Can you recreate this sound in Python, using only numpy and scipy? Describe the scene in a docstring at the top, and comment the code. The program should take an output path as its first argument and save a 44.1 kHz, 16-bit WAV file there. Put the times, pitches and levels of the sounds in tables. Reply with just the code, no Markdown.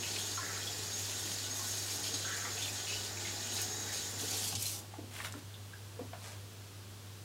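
"""A kitchen tap hisses and whistles over hands in a sink and is shut off: filtered noise and wavering sines.
Drops spatter and drum on the basin as shaped random clicks; air bubbles ring in the cupped palms as rising sines.
Slaps are noise puffs and soft knocks are damped modes with a scuff; wet hands are shaken and a sleeve brushes.
Shifting reflections make the small tiled room, over an appliance's mains hum and steady room noise."""
import sys
import numpy as np
from scipy import signal
from scipy.fft import rfft, irfft
from scipy.io import wavfile

SR = 44100
rng = np.random.default_rng(int(sys.argv[2]) if len(sys.argv) > 2 else 0)


def store_pcm(level_fs):
    """Save levels as 16-bit WAV."""
    pcm = np.round(np.clip(level_fs, -1, 1) * 32767).astype(np.int16)
    wavfile.write(sys.argv[1], SR, np.atleast_2d(pcm).T)


N = 319284
TIME = np.arange(N) / SR

# Flow through the valve. 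Each row: time in seconds, gain in dB.
FLOW_GAIN = [(0, 2.5), (4.3, 2.5), (4.45, 0), (4.6, -33)]
# Hiss spectrum. Each row: frequency in Hz, relative density in dB.
HISS_SPECTRUM = [(700, -9.5), (1050, -10.5), (1500, -6.5), (1850, -2), (2250, -10.5), (3400, -10),
                 (5500, -0.5), (6300, -4.5), (7600, -2.5), (8500, -14), (15500, -17)]
# Valve and spout resonances. Each row: centre in Hz, half-width at -6 dB in Hz, level before flow gain in dB rms.
SPOUT_RESONANCES = [(1482, 14, -66), (2470, 6.5, -68.5), (3437, 13, -68), (3920, 19, -65.5),
                    (5560, 15, -67), (6980, 25, -61), (7135, 70, -55.5)]
# Valve whistle. Each row: time in seconds, level before flow gain in dB rms.
WHISTLE_LEVEL = [(0, -49.5), (0.62, -52.5), (0.7, -61), (0.88, -52), (0.99, -49), (2.93, -50.5),
                 (3.18, -57.5), (3.6, -45.5), (4.07, -52), (4.12, -56), (4.35, -50), (4.46, -60)]
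# Thin pure tone of the spout. Each row: time in seconds, level before flow gain in dB rms.
TONE_LEVEL = [(3.62, -68), (3.72, -57), (3.92, -55), (3.99, -71)]


def tap():
    """Flow noise hisses and rings the spout; a whistle and a lower pure tone sound with it, all scaled by flow."""
    hiss = amp(-48.0) * coloured(rng.standard_normal(N), HISS_SPECTRUM)
    spout = sum(amp(db) * narrow_noise(hz, half_width_hz) for hz, half_width_hz, db in SPOUT_RESONANCES)
    whistle = level(WHISTLE_LEVEL) * wavering_tone(6543, jitter_hz=16.4, flutter_db=3.5)
    tone_gain = amp(np.interp(TIME, *np.transpose(TONE_LEVEL)))
    tone = tone_gain * wavering_tone(3840, jitter_hz=2, flutter_db=0.5)
    return (hiss + spout + whistle + tone) * level(FLOW_GAIN)


def wavering_tone(hz, jitter_hz, flutter_db):
    """A whistle of rms 1 whose pitch and strength tremble with the turbulence."""
    turns = np.cumsum(hz + jitter_hz * wander(per_s=64)) / SR
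    return evened(np.sin(2 * np.pi * turns) * amp(flutter_db * wander(per_s=29)))


def narrow_noise(hz, half_width_hz):
    """Turbulence ringing in one sharp resonance: a fuzzy whistle of rms 1."""
    offset = (np.fft.rfftfreq(N, 1 / SR) - hz) / half_width_hz
    return evened(irfft(rfft(rng.standard_normal(N)) / (1 + offset ** 2), N))


# Spectra of spatter, fine spray and basin drumming. Each row: frequency in Hz, relative density in dB.
SPATTER_SPECTRUM = [(900, -68), (2300, -7.5), (3100, -1), (4600, 1), (6000, -5), (7600, -6), (9500, -9),
                    (15500, -24)]
SPRAY_SPECTRUM = [(3000, -10.5), (6000, 6), (8500, 3), (12500, 0.5), (15500, -8)]
BASIN_SPECTRUM = [(60, -38), (140, -18), (190, 1), (280, -1), (390, 2), (520, -3), (660, -3.5), (820, -1.5),
                  (1000, -8.5), (1500, -13), (2500, -33), (5000, -48)]
# Weight of water landing on the basin floor. Each row: time in seconds, relative level in dB.
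DRUMMING_LEVEL = [(0, -53.5), (1.8, -55), (3.5, -52), (4.1, -53.5), (4.27, -50.5), (4.5, -55.5), (4.6, -60),
                  (4.85, -58)]


def splash():
    """The stream breaks on the hands: ringing droplets, fine spray, and heavier water drumming on the basin."""
    clumps = amp(1.3 * wander(per_s=45) + wander(per_s=9))
    drops = droplets(per_s=3500, spread_db=2.2, cycles=45)
    clicks = evened(impacts(per_s=1700, spread_db=5.5))
    spatter = coloured(drops + 0.6 * clicks, SPATTER_SPECTRUM) + 1.33 * plinks()
    spray = coloured(impacts(per_s=4000, spread_db=1.2), SPRAY_SPECTRUM)
    spray = spray * patter(per_s=120, decay_s=0.0075, depth=0.93)
    drumming = coloured(impacts(per_s=480, spread_db=2.5), BASIN_SPECTRUM)
    spatter_gain, spray_gain = thrown_water()
    return (amp(-0.5) * clumps * spatter * spatter_gain + spray * spray_gain
            + amp(-1.3) * drumming * level(DRUMMING_LEVEL))


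# Undisturbed stream, thinner while the hands draw back.
# Each row: start in seconds, length in seconds, relative spatter level in dB, fine spray level in dB.
STREAM_SPELLS = [(0, 3.08, -49, -53), (3.198, 0.4, -48, -56), (3.696, 0.23, -54, -52),
                 (3.936, 0.7, -52.5, -55)]
# Splashes thrown up by the hands and by the last of the stream. Each row: as for the stream.
HAND_SPLASHES = [(-0, 0.28, -49, -49.5), (0.67, 0.025, -47, -51), (0.89, 0.52, -51, -50.5),
                 (1.515, 0.44, -49, -46.5), (2.029, 0.045, -44, -48), (2.13, 0.051, -44, -60),
                 (2.36, 0.019, -47.5, -50), (2.52, 0.16, -57, -53), (2.857, 0.2, -49, -58),
                 (3.508, 0.15, -46.5, -46.5), (3.92, 0.07, -46, -49), (4.162, 0.36, -46, -44.5),
                 (4.32, 0.16, -45.5, -45), (4.577, 0.17, -46.5, -41.5)]
STREAM_ATTACK_S, SPLASH_SWELL_SHARE, FALL_DB_PER_S = 0.0028, 0.14, 210  # swell: share of splash length


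def thrown_water():
    """Gains of spatter and of fine spray: the splashes add their power to that of the stream."""
    rows = [(*row, STREAM_ATTACK_S) for row in STREAM_SPELLS]
    rows += [(*row, SPLASH_SWELL_SHARE * row[1]) for row in HAND_SPLASHES]
    power = 0
    for s, length_s, spatter_db, spray_db, attack_s in rows:
        gains = np.outer(amp([spatter_db, spray_db]), surge(s, length_s, attack_s))
        power = power + gains ** 2
    return np.sqrt(power)


def surge(s, length_s, attack_s):
    """Envelope of thrown water: attack, hold, then a steady fall in dB."""
    attack = np.clip((TIME - s) / attack_s, 0, 1)
    return attack * amp(-FALL_DB_PER_S * np.maximum(TIME - s - length_s, 0))


def droplets(per_s, spread_db, cycles, count=28):
    """Drops of many sizes, each ringing for a few cycles; the favoured sizes drift as the hands turn."""
    drops, kind = impacts(per_s, spread_db), rng.integers(0, count, N)
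    out = np.zeros(N)
    drift = wander(per_s=7.4)
    for k, hz in enumerate(np.geomspace(1700, 9500, count)):
        ring = bubble(hz, cycles / hz, rise=0.02)
        favour = amp(2.4 * np.sin(k / 2 + 2 * drift))
        out += signal.oaconvolve(drops * favour * (kind == k), ring * hz)[:N]
    return evened(out)


def plinks(count=220):
    """Now and then a small drop traps a bubble that rings clear of the spatter."""
    out = np.zeros(N)
    for when, size, strength in rng.random((count, 3)):
        hz = 3000 * 2 ** size
        add(out, when * N / SR, amp(9 * strength) * bubble(hz, 80 / hz, rise=0.02))
    return out


def patter(per_s, decay_s, depth):
    """Gain of rms 1: each lump of water bursts at once into spray that dies away."""
    arrivals = rng.exponential(1, N) * (rng.random(N) < per_s / SR)
    lumps = signal.lfilter([1], [1, -np.exp(-1 / (decay_s * SR))], arrivals)
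    return evened(np.sqrt(1 + depth * lumps))


# Bursts of small bubbles trapped between the hands.
# Each row: start in seconds, length in seconds, central pitch in Hz, level in dB rms over that length.
GURGLE_BURSTS = [(0.027, 0.03, 2710, -44.5), (0.40, 0.21, 1750, -52.5), (2.267, 0.26, 1660, -51.5),
                 (2.443, 0.04, 1106, -54), (2.568, 0.098, 3100, -50), (2.87, 0.073, 2960, -49),
                 (3.254, 0.06, 2300, -53.5), (3.586, 0.023, 2420, -48), (3.866, 0.074, 1940, -54.5)]


def gurgles(bubbles_per_s=230, scatter=0.15, cycles=22, count=64):
    """Each pocket of air between the palms breaks into ever weaker bubbles of scattered sizes."""
    out = np.zeros(N)
    for s, length_s, hz, db in GURGLE_BURSTS:
        pocket = np.zeros(int((length_s + 0.1) * SR))
        chance = rng.standard_normal((count, 3))[:int(3 + length_s * bubbles_per_s)]
        for k, (late, size, strength) in enumerate(chance):
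            pitch_hz = hz * np.exp(scatter * size)
            start_s = length_s * (k + late / 2) / len(chance)
            gain = amp(3.2 * strength - 4 * k / len(chance))
            add(pocket, start_s, gain * bubble(pitch_hz, cycles / pitch_hz))
        rms = np.sqrt(np.sum(pocket ** 2) / (length_s * SR))
        add(out, s, amp(db) * pocket / rms)
    return out


# Single drops and large bubbles. Each row: start in seconds, level in dB, starting pitch in Hz, t60 in seconds.
SINGLE_DRIPS = [(0.375, -32.5, 1370, 0.022), (0.379, -37, 1046, 0.06), (0.497, -40, 1320, 0.027),
                (0.57, -40, 1350, 0.037), (0.672, -32.5, 3330, .03), (1.594, -37.5, 1040, 0.038),
                (2.249, -34, 1480, 0.047), (2.451, -32, 1940, 0.02), (2.624, -31, 3540, 0.028),
                (2.683, -37, 2470, 0.036), (2.8997, -33, 2560, .025), (2.964, -35, 2980, .03),
                (3.173, -31.5, 2370, 0.0085), (3.2517, -34, 2090, 0.018), (4.656, -31, 4070, 0.024),
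                (5.542, -37.5, 3500, 0.01), (5.734, -43.5, 1600, 0.042)]


def drips():
    """Large bubbles and stray drops ring alone."""
    out = np.zeros(N)
    for s, db, hz, t60_s in SINGLE_DRIPS:
        add(out, s, amp(db) * bubble(hz, t60_s, rise=0.066))
    return out


def bubble(hz, t60_s, rise=0.093):
    """An air bubble rings, its pitch climbing by twice the rise over t60 as it nears the surface."""
    t = np.arange(int(t60_s * SR) + 2) / SR
    envelope = amp(-60 * t / t60_s) * (1 - np.exp(-2 * hz * t))
    return envelope * np.sin(2 * np.pi * hz * t * (1 + rise * t / t60_s))


# Sharp slaps and ticks of water and fingers.
# Each row: start in seconds, peak in dB, centre frequency in Hz, t60 in seconds.
WET_SLAPS = [(0.161, -29, 3250, 0.075), (1.594, -33, 5200, .02), (2.142, -27, 4380, .04),
             (3.616, -28.5, 10000, 0.073), (4.552, -25, 5400, 0.099), (4.6245, -26, 8800, 0.038),
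             (5.164, -37.5, 2180, .03), (5.189, -38, 1890, .035), (5.202, -30, 1430, 0.026),
             (5.247, -31, 1980, 0.032), (5.3235, -33.5, 6230, 0.01), (5.34, -38, 1020, 0.014),
             (6.131, -41.5, 1920, 0.067)]


def slaps():
    """Water and fingers slap without ringing: short puffs of band noise."""
    out = np.zeros(N)
    for s, db, hz, t60_s in WET_SLAPS:
        add(out, s, amp(db) * burst(hz, t60_s, breadth=0.53))
    return out


# Dull knocks of the lever, the cupboard and feet.
# Each row: start in seconds, level in dB, lowest mode in Hz, t60 of that mode in seconds.
DULL_KNOCKS = [(2.133, -45, 280, 0.076), (4.227, -40.5, 300, .06), (4.526, -39, 794, 0.024),
               (4.533, -42.5, 189, 0.091), (4.55, -45, 102.6, 0.21), (4.938, -38.5, 810, 0.012),
               (4.985, -37.5, 316, 0.043), (5.035, -42.5, 246, 0.049), (5.347, -43.5, 281, 0.081),
               (5.991, -39.5, 487, 0.041), (6.009, -38.5, 270, 0.053), (6.132, -41, 676, 0.05)]
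# Modes of knocked wood and basin. Each row: multiple of the lowest mode, relative level in dB.
THUD_MODES = [(1, 9), (1.37, 1), (1.9, -6), (2.7, -14)]


def knocks():
    """A knock adds a few damped modes to its scuff, the higher ones dying sooner."""
    out, t = np.zeros(N), np.arange(SR // 2) / SR
    for s, db, hz, t60_s in DULL_KNOCKS:
        ring = np.zeros(len(t))
        for k, mode_db in THUD_MODES:
            ring += amp(mode_db - 60 * t * np.sqrt(k) / t60_s) * np.sin(2 * np.pi * k * hz * t)
        push = 1 - np.exp(-1.3 * hz * t)  # a soft contact builds up over the first cycle
        scuff = burst(1.43 * hz, 2.3 * t60_s, breadth=0.63)
        add(out, s, amp(db) * push * (0.74 * ring + amp(-2.5) * scuff))
    return out


def burst(hz, t60_s, breadth):
    """A short contact: a dying puff of noise around one frequency, peak 1."""
    t = np.arange(SR // 2) / SR
    band_hz = np.clip([hz / (1 + breadth), hz * (1 + breadth)], 20, SR / 2 - 100)
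    sos = signal.butter(2, band_hz, "band", fs=SR, output="sos")
    puff = signal.sosfilt(sos, rng.standard_normal(len(t)) * amp(-60 * t / t60_s))
    return puff / abs(puff).max()


# Wet skin spectrum. Each row: frequency in Hz, relative density in dB.
PALMS_SPECTRUM = [(150, -8), (500, -3.5), (3300, -1), (5000, -6), (9000, -5), (15500, -14)]
# Wet hands shaken over the sink. Each row: time in seconds, level in dB.
SHAKE_LEVEL = [(5.11, -59), (5.15, -49.5), (5.235, -49.5), (5.255, -42), (5.3, -58), (5.4, -59)]


def shaken_hands():
    """Wet fingers flick and rub: dense random clicks under a moving level."""
    hands = coloured(impacts(per_s=5900, spread_db=4.0), PALMS_SPECTRUM)
    return hands * level(SHAKE_LEVEL) * (TIME > SHAKE_LEVEL[0][0])


# Cloth spectrum. Each row: frequency in Hz, relative density in dB.
CLOTH_SPECTRUM = [(150, -17), (700, 2), (2500, -3), (8000, -3.5), (15500, -19)]
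# Sleeve brushing the jacket. Each row: time in seconds, level in dB.
SLEEVE_LEVEL = [(6.14, -72), (6.22, -55.5), (6.275, -50.5), (6.33, -55), (6.42, -73)]


def sleeve():
    """Cloth slides on cloth: denser, more uneven clicks in one swelling brush."""
    cloth = coloured(impacts(per_s=8100, spread_db=6.5), CLOTH_SPECTRUM)
    return cloth * level(SLEEVE_LEVEL) * (TIME > SLEEVE_LEVEL[0][0])


# Decay of the kitchen. Each row: frequency in Hz, t60 in seconds.
KITCHEN_DECAY = [(150, 0.26), (1000, 0.24), (5000, 0.11), (15000, 0.069)]
WATER_ROOM_DB, BUBBLE_ROOM_DB, KNOCK_ROOM_DB = -5, -2, -8  # share of each returned by the room
PATH_SHIFTS_PER_S = 4


def kitchen(x, count=7):
    """Dense basin, tile and cupboard reflections, treble dying first; the reflection paths crossfade in turn at
    a steady pace."""
    out = np.zeros(N)
    for k in range(count):
        taps = rng.choice([-1., 1.], SR // 2) * (rng.random(SR // 2) < 4000 / SR)
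        taps[:SR // 400] = 0  # no reflection in the first 2.5 ms
        hz, t, z = signal.stft(taps, SR, nperseg=256)
        decay = amp(-60 * t / read(KITCHEN_DECAY, hz)[:, None])
        tail = signal.istft(z * decay, SR, nperseg=256)[1]
        turn = (PATH_SHIFTS_PER_S * TIME - k) % count
        share = np.sin(np.pi / 2 * turn) * (turn < 2)
        out += signal.fftconvolve(x * share, tail / np.linalg.norm(tail))[:N]
    return out


# Room noise spectrum. Each row: frequency in Hz, relative density in dB.
AIR_SPECTRUM = [(25, -31), (65, 3.5), (130, 4), (200, 3), (300, 0), (420, 0), (650, -5), (1500, -7),
                (2100, -10), (3200, -7), (7300, -10.5), (8600, -12.5), (15500, -18)]
HUM_HZ = 100.05


def background():
    """An appliance hums at twice the mains frequency, wavering a little, over the steady noise of the room."""
    hum = amp(-50.5) * evened(np.sin(2 * np.pi * HUM_HZ * TIME))
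    waver = amp(-62.5) * narrow_noise(HUM_HZ, half_width_hz=9.7)
    air = amp(-53.5) * coloured(rng.standard_normal(N), AIR_SPECTRUM)
    return hum + waver + air


def impacts(per_s, spread_db):
    """Random clicks of either sign, many small and a few large."""
    size = amp(spread_db * np.minimum(rng.exponential(1, N), 4))
    return size * np.sign(rng.standard_normal(N)) * (rng.random(N) < per_s / SR)


def wander(per_s):
    """Smooth chance of rms 1."""
    lowpass = np.exp(-(np.fft.rfftfreq(N, 1 / SR) / per_s) ** 2)
    return evened(irfft(rfft(rng.standard_normal(N)) * lowpass, N))


def coloured(x, spectrum):
    """Gives x a spectrum and rms 1."""
    return evened(irfft(rfft(x) * amp(read(spectrum, np.fft.rfftfreq(N, 1 / SR))), N))


def read(points, hz):
    """Reads a curve on a log-frequency axis."""
    f, value = np.transpose(points)
    return np.interp(np.log(hz + 1), np.log(f + 1), value)


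def level(rows):
    """A dB curve over time as gain, at -120 dB after its end."""
    s, db = np.transpose(rows)
    return amp(np.interp(TIME, s, db, right=-120))


def evened(x):
    """Scales to rms 1."""
    return x / np.sqrt(np.mean(x ** 2) + 1e-20)


def amp(db):
    """Decibels to gain."""
    return 10 ** (np.asarray(db) / 20)


def add(mix, s, sound):
    """Mixes a sound in at s seconds."""
    part = mix[max(round(s * SR), 0):][:len(sound)]
    part += sound[:len(part)]


def scene():
    """Everything is heard from one point on the counter, alike in both channels."""
    water = splash() + shaken_hands() + sleeve()
    bubbles = gurgles() + drips()
    contacts = slaps() + knocks()
    room = kitchen(amp(WATER_ROOM_DB) * water + amp(BUBBLE_ROOM_DB) * bubbles + amp(KNOCK_ROOM_DB) * contacts)
    mono = water + bubbles + contacts + room + tap() + background()
    return np.array([mono, mono])


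EDGE_HZ = 15850


def record(dry):
    """The recorder's band limit: a steep linear-phase low-pass."""
    lowpass = signal.firwin(511, EDGE_HZ, window=("kaiser", 9), fs=SR)
    return signal.oaconvolve(dry, lowpass[None], "same")


dry = scene()
out = record(dry)
store_pcm(out)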